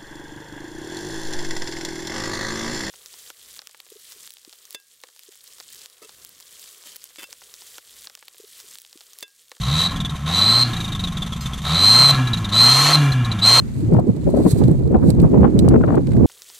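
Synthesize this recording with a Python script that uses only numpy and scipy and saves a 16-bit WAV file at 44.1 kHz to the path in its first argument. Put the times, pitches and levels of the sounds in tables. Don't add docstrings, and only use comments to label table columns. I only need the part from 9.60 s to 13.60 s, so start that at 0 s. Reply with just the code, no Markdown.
import sys
import numpy as np
from scipy import signal
from scipy.fft import rfft, irfft
from scipy.io import wavfile
from scipy.ndimage import uniform_filter1d

SR = 44100
rng = np.random.default_rng(int(sys.argv[2]) if len(sys.argv) > 2 else 0)


def output_pcm(signal):
    pcm = np.clip(np.atleast_2d(signal).T, -1, 1) * 32767
    wavfile.write(sys.argv[1], SR, np.round(pcm).astype(np.int16))


N = 176400

# [f/Hz, relative density/dB]
LOW_HISS_COLOUR = [(150, -7), (430, -1.5), (1080, 0), (2100, -0.5), (5000, -17.5)]
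HIGH_HISS_COLOUR = [(1700, -0.5), (3000, 1.5), (4200, 0), (5400, -11), (7500, -4.5), (10500, -7),
                    (14500, -18)]
# [f/Hz, width/Hz, lift/dB]
PIPE_RESONANCES = [(733, 122, 7), (1073, 89, 15), (1310.5, 67, 13), (3168, 95, 11), (6040, 1220, 12),
                   (11830, 780, 5.5)]
# [f/Hz, level over the low hiss/dB]
AFTER_RINGS = [(752, -10), (1360, -7), (1672, -3), (2360, -7), (2810, -8), (3420, -11)]
# [t/s, firing rate f/Hz, level of the firing tone/dB]
FIRING = [(0, 50.8, -28), (.13, 73.4, -28), (.25, 88.5, -34), (.3, 87.1, -33.5), (.6, 67.47, -32.5),
          (1.01, 125.6, -23), (1.33, 99.34, -27), (1.7, 70.8, -34.5), (2.03, 62.9, -30.5),
          (2.5, 141.7, -20), (2.54, 135.7, -15), (2.9, 99.4, -25.5), (3.13, 130.4, -20.5),
          (3.34, 153.5, -21.5), (3.38, 149.3, -13.5), (3.62, 121.7, -16.5), (3.81, 103.1, -25),
          (4, 128.3, -22.5)]
FIRING_OVERTONES = [-29.5, -35, -39.5]
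# [f/Hz, level/dB]
SILENCER = [(20, -7), (80, -6.5), (130, 1), (165, 5), (195, -3), (250, -6.5), (420, -18.5)]
# [t/s, strength/dB, chirp pitch f/Hz once CHIRP_DECAY_S has passed]
LONE_FIRINGS = [(0.3104, -30, 3870), (0.3596, -24.5, 3330), (0.4016, -18.5, 3550), (0.4474, -19, 3460),
                (0.4942, -27.5, 3700), (0.554, -33.5, 3700), (1.52, -32, 3760), (1.762, -37, 3460),
                (2.017, -34, 3595), (2.771, -26, 3920), (1.1312, -21.5, 3700), (1.1643, -24.5, 3790),
                (1.2018, -21, 3720), (1.2414, -23.5, 3650), (1.278, -26.5, 3680), (1.3192, -22.5, 3700),
                (1.3483, -23, 3494), (1.3935, -22, 3730), (1.4369, -17, 3750), (1.4722, -22.5, 3410),
                (1.5685, -21.5, 3530), (1.6192, -18, 3430), (1.6616, -28, 3510), (1.722, -23, 3350),
                (1.8571, -24.5, 3500), (1.9327, -25, 3360), (1.977, -29.5, 3460), (2.5438, -16, 3900),
                (2.6708, -22, 3860), (2.7316, -13, 3848), (2.8429, -20, 3664), (2.8879, -22.5, 3790),
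                (3.5189, -20, 4025), (3.6464, -22, 3760), (3.714, -20.5, 3890), (3.7873, -25, 3550)]
# [t/s, whistle pitch f/Hz, whistle level/dB, high hiss level/dB]
BURSTS = [
    [(0, 3830, -36, -45.5), (.2, 3930, -19, -32.5), (.275, 3915, -19.5, -38.5)],
    [(.655, 3742, -33.5, -42), (.76, 3975, -17.5, -31), (.9, 4066, -12, -28), (1.035, 4130, -14, -30.5)],
    [(2.035, 3810, -29.5, -40), (2.25, 4088, -11, -27.5), (2.4, 4135, -10, -22.5),
     (2.515, 4040, -11.5, -24.5)],
    [(2.915, 3910, -22.5, -36), (3.01, 4106, -8.5, -26), (3.315, 4206, -18.5, -20.5),
     (3.335, 4150, -12, -27), (3.36, 4075, -12, -20.5)],
    [(3.815, 3900, -16, -55.5), (3.86, 4115, -10, -28.5), (4, 4166, -10, -23.5)],
]
# [drop/dB, fade/(dB per s)]
SHUTTING = [(11, 190), (7.5, 39), (11, 84)]
# [multiple, level/dB against a whistle of +5.5 dB, noise to tone ratio]
WHISTLE_MULTIPLES = [(2, -11, 0.9), (3, -24, 7.5)]
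TICK_MODES_HZ = [4200, 4965, 6370, 7560, 12000]

IDLE_LOW_DB, IDLE_HIGH_DB = -44.5, -48.5
LOW_HISS_DB, LOW_FOLLOWS = -26, 0.88
PATCHY_DB = 2
JET_THROB = 0.58
IDLE_WHISTLE_HZ, IDLE_WHISTLE_DB = 3620, -50
SIDE_HZ, SIDE_DB = 6000, -7
RUSTLE_S, RUSTLE_DB, RUSTLE_FADE_S = 1.808, -38.5, 0.077
TICK_DB, TICK_FADE_S = -37, 0.022
OVERTONES_FOLLOW = 0.43
ORDER_WAVER_DB, BETWEEN_WAVER_DB, BURBLE_HZ = 4, 3.5, 25
BETWEEN_OPEN_DB, BETWEEN_SHUT_DB = -42.5, -42
DUCK = 170
PUFF_ATTACK_S, PUFF_HOLD_S, PUFF_DECAY_S = .002, .015, .006
PUFF_HISS_DB, HISS_FOLLOWS = -39, .3
CHIRP_DECAY_S, CHIRP_SAG_HZ_PER_S = .017, 7000
CHIRP_DB, CHIRP_ROUGH = -6, .85
THUMP_HZ, THUMP_S, THUMP_DB = 62, 0.007, 18
THROB, THROB_LAW = 0.29, 0.9
SWING_HZ, FLUTTER_DB = 40, 2
BREATH_DB, BREATH_WIDTH_HZ = -21, 230


def amp(db):
    return 10 ** (np.asarray(db) / 20)


def rms_one(x):
    return x / np.sqrt(np.mean(x ** 2) + 1e-20)


def clock():
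    return np.arange(N) / SR


def in_time(rows):
    s, *columns = np.transpose(rows)
    return [np.interp(clock(), s, column) for column in columns]


def at_hz(points, hz):
    table_hz, db = np.transpose(points)
    return np.interp(np.log(hz), np.log(table_hz), db)


def drift(rate_hz):
    pole = np.exp(-40 * np.pi * rate_hz / SR)
    noise = rng.standard_normal(N // 20 + 2002)
    slow = signal.lfilter([1], [1, -2 * pole, pole * pole], noise)[2000:]
    return np.interp(np.arange(N) / 20, np.arange(len(slow)), rms_one(slow))


def narrow_noise(hz, width_hz):
    turn = 2 * np.pi * hz * clock()
    return drift(width_hz) * np.sin(turn) + drift(width_hz) * np.cos(turn)


def throttle():
    t = clock()
    is_open = sum(1. * (t > burst[0][0]) * (t <= burst[-1][0]) for burst in BURSTS)
    return uniform_filter1d(is_open, size=900)


def blown(index):
    t, gain = clock(), 0
    drop_db, fade = SHUTTING[index]
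    for burst in BURSTS:
        s, _, tone_db, hiss_db = np.transpose(burst)
        low_db = LOW_HISS_DB + LOW_FOLLOWS * (hiss_db + 28.5)
        db = np.interp(t, s, [tone_db, low_db, hiss_db][index])
        loss_db = (t > s[-1]) * (drop_db + fade * (t - s[-1]))
        onset = np.clip((t - s[0]) / 0.014, 0, 1)
        gain = gain + onset * amp(db - loss_db)
    return uniform_filter1d(gain, size=260)


def throb_depth():
    firing_hz = in_time(FIRING)[0]
    return np.minimum(THROB * (100 / firing_hz) ** THROB_LAW, 1)


def idle_whistle():
    return amp(IDLE_WHISTLE_DB) * narrow_noise(IDLE_WHISTLE_HZ, width_hz=200.0)


def after_ring():
    rings = sum(amp(db) * narrow_noise(hz, width_hz=45.0) for hz, db in AFTER_RINGS)
    return blown(index=1) * (1 - throttle()) * rings


def struck_decay(fade_s):
    t = clock()
    return (t > RUSTLE_S) * np.exp(-np.abs(t - RUSTLE_S) / fade_s)


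def tick():
    modes = sum(5000 / hz * np.sin(2 * np.pi * hz * clock()) for hz in TICK_MODES_HZ)
    return amp(TICK_DB) * modes * struck_decay(TICK_FADE_S)


def hiss(colour):
    hz = np.maximum(np.fft.rfftfreq(N, 1 / SR), 1)
    lift = 1 + sum((amp(db) - 1) / (1 + (2 * (hz - f) / width) ** 2) for f, width, db in PIPE_RESONANCES)
    inside = (hz > colour[0][0]) & (hz < colour[-1][0])
    spectrum = rfft(rng.standard_normal(N)) * amp(at_hz(colour, hz)) * lift * inside
    return rms_one(irfft(spectrum, N))


def hiss_gains(turn, gust):
    throb = 1 + JET_THROB * throb_depth() * np.cos(turn)
    low_jet = (blown(index=1) + amp(IDLE_LOW_DB)) * amp(PATCHY_DB * drift(7.2)) * throb
    high_jet = (blown(index=2) + amp(IDLE_HIGH_DB)) * amp(PATCHY_DB * drift(4.8)) * throb
    rustle = amp(RUSTLE_DB) * struck_decay(RUSTLE_FADE_S)
    return np.hypot(low_jet, gust), np.hypot(high_jet, gust + rustle)


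def engine(turn, gust):
    hz, tone_db = in_time(FIRING)
    is_open = throttle()

    def order(k, db):
        start = rng.uniform(0, 2 * np.pi)
        return amp(db + at_hz(SILENCER, k * hz)) * np.sin(k * turn + start)

    tones = amp(tone_db) * np.sin(turn)
    for k, db in enumerate(FIRING_OVERTONES, start=2):
        swing_db = OVERTONES_FOLLOW * (tone_db + 26.5)
        tones += order(k, db + swing_db + ORDER_WAVER_DB * drift(10.4))
    tones /= 1 + DUCK * uniform_filter1d(gust, size=300)

    between_db = BETWEEN_SHUT_DB + is_open * (BETWEEN_OPEN_DB - BETWEEN_SHUT_DB)
    for quarter in range(1, 14):
        if quarter % 4:
            lumps_db = BETWEEN_WAVER_DB * (1 - is_open) * drift(BURBLE_HZ)
            tones += order(quarter / 4, between_db + ORDER_WAVER_DB * drift(7.2) + lumps_db)
    return np.sqrt(2) * tones


def puffs():
    out, gust = np.zeros(N + SR), np.zeros(N + SR)
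    t = np.arange(SR // 12) / SR
    rise = np.minimum(t / PUFF_ATTACK_S, 1)
    chirp_envelope = rise * np.exp(-(t / CHIRP_DECAY_S) ** 2)
    gust_envelope = rise * np.exp(-np.maximum(t - PUFF_HOLD_S, 0) / PUFF_DECAY_S)
    knock = np.sin(2 * np.pi * THUMP_HZ * t) + np.sin(2 * np.pi * 2.95 * THUMP_HZ * t)
    thump = knock * np.exp(-t / THUMP_S)
    rough = np.append(1 + CHIRP_ROUGH * (drift(200.0) + 1j * drift(200.0)), np.zeros(SR))
    for s, db, hz in LONE_FIRINGS:
        at = slice(int(s * SR), int(s * SR) + len(t))
        hiss_db = PUFF_HISS_DB + HISS_FOLLOWS * (db + 23.5)
        cycles = hz * t - .5 * CHIRP_SAG_HZ_PER_S * (t - CHIRP_DECAY_S) ** 2
        chirp = np.imag(rough[at] * np.exp(2j * np.pi * cycles))
        out[at] += amp(db + CHIRP_DB) * chirp_envelope * chirp
        out[at] += amp(hiss_db + THUMP_DB) * thump
        gust[at] += amp(hiss_db) * gust_envelope
    return out[:N], gust[:N]


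def whistle(turn):
    hz = in_time(np.concatenate(BURSTS))[0]
    depth, level = throb_depth(), blown(index=0)
    swing_hz = SWING_HZ * (depth / THROB) ** 2 * np.cos(turn)
    phase = 2 * np.pi * np.cumsum(hz + swing_hz) / SR
    throb = (1 + depth * np.cos(turn)) / np.sqrt(1 + depth ** 2 / 2)
    flutter = amp(FLUTTER_DB * depth * drift(40.0))
    breath = np.minimum(amp(BREATH_DB) / (level + 1e-6), 2)
    out = 0
    for k, db, noisy in [(1, 0, breath)] + WHISTLE_MULTIPLES:
        in_phase = (1 + noisy * drift(BREATH_WIDTH_HZ)) * np.sin(k * phase)
        quadrature = noisy * drift(BREATH_WIDTH_HZ) * np.cos(k * phase)
        partial = (in_phase + quadrature) / np.sqrt(1 + 2 * noisy ** 2)
        brightness = np.sqrt(level / amp(5.5)) if k > 1 else 1
        out = out + amp(db) * brightness * partial
    return np.sqrt(2) * level * throb * flutter * out


def scene():
    turn = 2 * np.pi * np.cumsum(in_time(FIRING)[0]) / SR
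    chirps, gust = puffs()
    low, high = hiss_gains(turn, gust)
    mid = idle_whistle() + after_ring() + tick()
    mid += low * hiss(LOW_HISS_COLOUR) + high * hiss(HIGH_HISS_COLOUR)
    mid += engine(turn, gust) + chirps + whistle(turn)
    treble_only = signal.butter(6, SIDE_HZ, "high", fs=SR, output="sos")
    side = signal.sosfilt(treble_only, amp(SIDE_DB) * high * hiss(HIGH_HISS_COLOUR))
    return np.array([mid + side, mid - side])


def record(dry):
    mid = dry.mean(axis=0)
    rounded = dry - mid + 1.2 * np.tanh(mid / 1.2)
    no_bottom = signal.lfilter([1, -1], [1, -.997], rounded)
    top_cut = signal.cheby2(20, 50, 14450, fs=SR, output="sos")
    return signal.sosfilt(top_cut, no_bottom)


dry = scene()
out = record(dry)
output_pcm(out)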